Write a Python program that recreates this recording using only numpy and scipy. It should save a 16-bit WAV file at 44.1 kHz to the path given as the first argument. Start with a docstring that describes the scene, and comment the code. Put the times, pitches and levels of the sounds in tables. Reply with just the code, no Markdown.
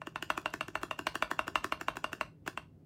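"""Over a low room rumble, the spacebar of a mechanical keyboard clacks close by, about six times a second. Each
press drives the bar against its bottom stop, and the impact excites damped modes of bar, plate and case. On
release the spring throws it against its top stop, where it ticks and then wobbles with a hollow knock. The
finger brushing the key adds faint rubs before some releases, and a small quiet room answers every stroke."""
import sys
import numpy as np
from scipy import signal
from scipy.fft import rfft, irfft
from scipy.io import wavfile

SR = 44100
rng = np.random.default_rng(int(sys.argv[2]) if len(sys.argv) > 2 else 0)


def transcribe(u):
    """Save the signal u as a 16-bit wav file named by the first command-line argument.

    u: samples, shape (n,) or (channels, n), limited to [-1, 1]; the rate is SR.
    q: integer samples, one column per channel.
    """
    v = np.clip(np.atleast_2d(u).T, -1, 1)
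    q = np.round(v * 32767).astype(np.int16)
    wavfile.write(sys.argv[1], SR, q)


N = 125685

# spectrum of the steady room rumble: frequency_hz, relative_db
RUMBLE_COLOUR = [(20,-20),(35,-10),(50,-9),(75,-0.5),(130,2),(200,-5.5),(300,-6.5),(500,-17),(1000,-32.5),(2500,-42.5),(6000,-49.5),(13000,-51),(16000,-49.5)]
# friction spectrum of the sliding stem: frequency_hz, relative_db
STEM_COLOUR = [(200,-5.5),(600,4),(1200,-7),(2000,-8.5),(2800,-0.5),(4000,-22.5),(7500,-12.5),(10000,-38.5),(16000,-27)]
# impacts on the bottom stop: start_s, strength_db, crack_db, knock_db, ping_db, ping_hz
PRESS_STROKES = [(0.0166,-17,-6.5,4,-3,2730),(0.158,-10.5,-3,-3,1,2695),(0.3017,-2.9,-0.5,2.5,1,2720),(0.458,-5,-4.7,2.5,3.5,2757),(0.6088,-9.5,1,3.5,5.5,2734),(0.7538,-5,-4.5,1.5,-1.5,2755),(0.9103,-10,-1,6.5,6,2770),(1.068,-2.2,1.5,1,0,2820),(1.2236,-2.5,-0.8,2.5,-5.5,2700),(1.391,-3,-3.5,-0.5,1,2730),(1.5556,-1.5,-0.8,-1.5,1,2770),(1.722,-4,-2,0.5,-0.6,2807),(1.8829,-4,-3,1,-.5,2746),(2.042,-6.5,-0.5,3.5,3.5,2750),(2.2101,-6,-1.8,5,3,2735),(2.5745,-11,-2,1.5,4.1,2760)]
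# modes of bar, plate and case with the key down: pitch_hz, level_db, t60_s
PRESS_MODES = [(228,-43,0.059),(310,-36.5,0.055),(429,-43.5,0.049),(895,-17.5,0.0068),(1071,-18.5,0.021),(1284,-22,0.018),(1481,-21,0.018),(1761,-33.5,0.042),(2223,-21.5,0.0067),(3560,-49,0.039),(3658,-29,0.0083)]
# spectrum of the contact crack at the bottom stop: frequency_hz, relative_db
PRESS_CRACK = [(300,-25),(1400,14.5),(3000,5.5),(4500,-1),(6000,-12),(7000,-11.5),(8200,-6),(10000,-12),(12500,-13),(16000,-28.5)]
# modes of the switch at the bottom stop: pitch_hz, level_db, t60_s
PRESS_SNAP = [(6120,-35.5,0.0062),(8130,-42,0.0067),(12500,-36.5,0.00066)]
# early reflections from desk and walls: delay_s, level_db
REFLECTIONS = [(.009,-21),(0.0197,-20.5),(0.052,-30)]
# spectrum of the room's diffuse tail: frequency_hz, relative_db
TAIL_COLOUR = [(150,0.5),(500,1.5),(1200,-5),(2800,-2),(4500,6.5),(8000,1.5),(16000,1.5)]
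# impacts on the top stop: start_s, strength_db, crack_db, wobble_db, ping_db, ping_hz
RELEASE_STROKES = [(0.0704,-6.5,-2,3,5,2800),(0.2248,-6.5,7,1.6,10.5,2820),(0.3764,0,0.5,-3.4,-0.5,2520),(0.538,-1,2,-3.5,1,2616),(0.682,-10,3.5,3.4,2,2750),(.8319,-1.5,2,1.5,-0.5,2680),(0.9907,-3,1.5,-0.5,4.5,2750),(1.1543,-1,3,-2.5,4,2790),(1.313,1.3,0,-3,-5,2800),(1.479,-3,2.2,-1.5,1,2795),(1.6432,1.5,2,-2,-3,2565),(1.8117,-4,3.5,-1,1,2700),(1.9689,-7,4.5,0.5,5,2670),(2.1302,-5,4.5,-1,10.5,2710),(2.4767,0.5,2,-3.5,-1,2706)]
# modes of the free bar at its top stop: pitch_hz, level_db, t60_s
RELEASE_MODES = [(642,-34,0.031),(924,-21.5,0.0046),(1105,-20,0.014),(1310,-28.5,0.015),(1549,-24,0.016),(1778,-30,0.025),(2370,-36,0.0057),(3383,-37,.015)]
# spectrum of the contact crack at the top stop: frequency_hz, relative_db
RELEASE_CRACK = [(300,-8),(1400,19.5),(3000,5),(4300,1),(5500,3),(7300,-9.5),(8300,0.5),(10000,-5.5),(12500,-10),(16000,-44)]
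# modes of the switch at the top stop: pitch_hz, level_db, t60_s
RELEASE_SNAP = [(7130,-36,0.007),(12000,-26.5,0.00049)]
# modes of the bar wobbling on its stabiliser: pitch_hz, level_db, t60_s
STABILISER_MODES = [(298.5,-27,0.03),(388.7,-32,0.046)]
# ticks of loose plastic: start_s, level_db
PLASTIC_TICKS = [(0.416,-49),(0.5033,-49)]
# rubs of the finger touching the key before a release: start_s, level_db
FINGER_RUBS = [(.813,-11),(1.143,-9),(1.304,-7),(1.468,-6.5),(1.797,-17),(1.955,-6.5),(2.118,-13),(2.462,-5)]
# spectrum of those finger rubs: frequency_hz, relative_db
FINGER_COLOUR = [(150,-7),(400,4),(1000,6),(2000,0),(4000,-13.5),(13000,-27),(16000,-17.5)]

CONTACT_S = 0.00047  # time constant over which a blow builds up


def amp(db):
    """Amplitude grows tenfold with every 20 decibels."""
    return 10 ** (np.asarray(db) / 20)


def fade(t, t60_s):
    """Damped vibration decays exponentially, by 60 dB in t60_s."""
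    return np.exp(-np.log(1000) * t / t60_s)


def add(out, start_s, sound):
    """Superposition: a sound sums with those already present."""
    i = max(int(start_s * SR), 0)
    out[i:i + len(sound)] += sound[:len(out) - i]


def noise(colour, size):
    """Spectral shaping turns white noise into coloured noise, scaled to rms 1."""
    hz, db = np.array(colour).T
    bins_hz = np.maximum(np.fft.rfftfreq(size, 1 / SR), 1)
    gain = amp(np.interp(np.log(bins_hz), np.log(hz), db))
    shaped = irfft(rfft(rng.standard_normal(size)) * gain, size)
    return shaped / shaped.std()


def background(rumble_db=-58.5, hum_hz=159.4, hum_db=-64):
    """Stationary room noise: a low broadband rumble and the pure tone of a faint hum."""
    hum = np.sqrt(2) * np.sin(2 * np.pi * hum_hz * np.arange(N) / SR)
    return amp(rumble_db) * noise(RUMBLE_COLOUR, N) + amp(hum_db) * hum


def slides(level_db=-44, swell_s=0.0065):
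    """Friction noise follows sliding speed, and the stem moves fastest just before each stop."""
    t = np.arange(N) / SR
    speed = np.zeros(N)
    for stop_s, db, *_ in list(PRESS_STROKES) + list(RELEASE_STROKES):
        speed += amp(db) * np.exp(-np.abs(t - stop_s) / swell_s) * (t < stop_s)
    return amp(level_db) * speed * noise(STEM_COLOUR, N)


def ring(modes, t, scatter_db=1.22, detune=0.004, bend_lag_s=0.00075):
    """An impact excites damped modes; bending waves are dispersive, so the low ones arrive later."""
    out = np.zeros(len(t))
    for k, (hz, db, t60_s) in enumerate(modes):
        gain = amp(db + scatter_db * rng.standard_normal())  # every blow differs a little
        pitch_hz = hz * (1 + detune * rng.standard_normal())
        delay_s = bend_lag_s * (np.sqrt(1000 / hz) - 0.5)
        age = np.maximum(t - delay_s, 0)
        polarity = (-1) ** k  # neighbouring modes swing in opposite directions
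        out += polarity * gain * np.sin(2 * np.pi * pitch_hz * age) * fade(age, t60_s)
    return out * (1 - np.exp(-t / CONTACT_S))


def crack(colour, t, t60_s):
    """Modal overlap: the dense, quickly damped modes of colliding plastic merge into a noise burst."""
    return noise(colour, len(t)) * fade(t, t60_s) * (1 - np.exp(-t / CONTACT_S))


def snap(modes, t, detune=0.0076):
    """Impulse excitation sets the small hard parts of the switch ringing all at once."""
    out = np.zeros(len(t))
    for hz, db, t60_s in modes:
        pitch_hz = hz * (1 + detune * rng.standard_normal())
        out += amp(db) * np.sin(2 * np.pi * pitch_hz * t) * fade(t, t60_s)
    return out


def presses(t, level_db=2, knock_hz=620.7, knock_t60_s=0.051, ping_t60_s=0.027):
    """Impact on the bottom stop sets bar, case and desk into free vibration: a low clack."""
    out = np.zeros(N)
    for start_s, db, crack_db, knock_db, ping_db, ping_hz in PRESS_STROKES:
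        knock = (knock_hz, knock_db - 29.5, knock_t60_s)  # hollow note of the case
        ping = (ping_hz, ping_db - 23, ping_t60_s)  # the bar's ring varies with where the finger lands
        contact = amp(-25) * crack(PRESS_CRACK, t, t60_s=0.028) + snap(PRESS_SNAP, t)
        thud = ring([(55, -47.5, 0.18)], t)  # the desk gives: pitch_hz, level_db, t60_s
        clack = ring(sorted([*map(tuple, PRESS_MODES), knock, ping]), t)
        add(out, start_s, amp(level_db + db) * (clack + amp(crack_db) * contact + thud))
    return out


def room_response(tail_db=-10, onset_s=0.0056, split_hz=4500, low_t60_s=0.23, treble_t60_s=0.2):
    """Reverberation: a few distinct reflections and a short diffuse tail whose treble dies first."""
    t = np.arange(SR // 2) / SR
    diffuse = noise(TAIL_COLOUR, len(t))
    low = signal.sosfiltfilt(signal.butter(2, split_hz, fs=SR, output="sos"), diffuse)
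    tail = low * fade(t, low_t60_s) + (diffuse - low) * fade(t, treble_t60_s)
    tail *= 1 - np.exp(-(t / onset_s) ** 2)
    response = amp(tail_db) * tail / np.linalg.norm(tail)
    for delay_s, db in REFLECTIONS:
        add(response, delay_s, amp([db]))
    return response


def room(direct, stretches=24):
    """Time-varying convolution: the moving hand alters the paths, so each stretch has its own tail."""
    out = direct.copy()
    for stretch in np.array_split(np.arange(N), stretches):
        add(out, stretch[0] / SR, signal.fftconvolve(direct[stretch], room_response()))
    return out


def rebounds(t, lag_s=0.011, level_db=-38):
    """Elastic rebound: the bar touches its stop again after every stroke, with a small bright tick."""
    out = np.zeros(N)
    for start_s, db, crack_db, *_ in list(PRESS_STROKES) + list(RELEASE_STROKES):
        tick = crack(RELEASE_CRACK, t, t60_s=0.0043)
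        add(out, start_s + lag_s, amp(level_db + db + crack_db) * tick)
    return out


def releases(t, level_db=-2, ping_t60_s=0.02, wobble_lag_s=0.0021):
    """The spring's restoring force throws the bar at its top stop: a tick, a light clack, a wobble."""
    out = np.zeros(N)
    for start_s, db, crack_db, wobble_db, ping_db, ping_hz in RELEASE_STROKES:
        gain = amp(level_db + db)
        ping = (ping_hz, ping_db - 30, ping_t60_s)
        contact = amp(-28) * crack(RELEASE_CRACK, t, t60_s=0.018) + snap(RELEASE_SNAP, t)
        clack = ring(sorted([*map(tuple, RELEASE_MODES), ping]), t)
        add(out, start_s, gain * (clack + amp(crack_db) * contact))
        add(out, start_s + wobble_lag_s, gain * amp(wobble_db) * ring(STABILISER_MODES, t))
    return out


def ticks(t, t60_s=0.0025):
    """A brief impact has a broad spectrum: loose plastic ticks in tiny bursts of white noise."""
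    out = np.zeros(N)
    for start_s, db in PLASTIC_TICKS:
        add(out, start_s, amp(db) * rng.standard_normal(len(t)) * fade(t, t60_s))
    return out


def rubs(t, level_db=-37, rise_s=0.0028):
    """The finger brushing the key just before it lets go gives brief swells of noise."""
    out = np.zeros(N)
    swell = t / rise_s * np.exp(1 - t / rise_s)
    for start_s, db in FINGER_RUBS:
        add(out, start_s, amp(level_db + db) * noise(FINGER_COLOUR, len(t)) * swell)
    return out


def scene():
    """The spacebar's sounds superpose, reverberate in the room and join its steady background."""
    t = np.arange(SR // 5) / SR  # time within one event
    spacebar = presses(t) + releases(t) + rebounds(t) + slides() + rubs(t) + ticks(t)
    return (room(spacebar) + background())[None]


def record(dry, low_cut_hz=42, high_cut_hz=15700):
    """Band limiting: two filters remove the deep bass and the highest treble."""
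    high_pass = signal.butter(6, low_cut_hz, "high", fs=SR, output="sos")
    low_pass = signal.ellip(8, 0.2, 70, high_cut_hz, fs=SR, output="sos")
    return signal.sosfilt(low_pass, signal.sosfilt(high_pass, dry))


dry = scene()
out = record(dry)
transcribe(out)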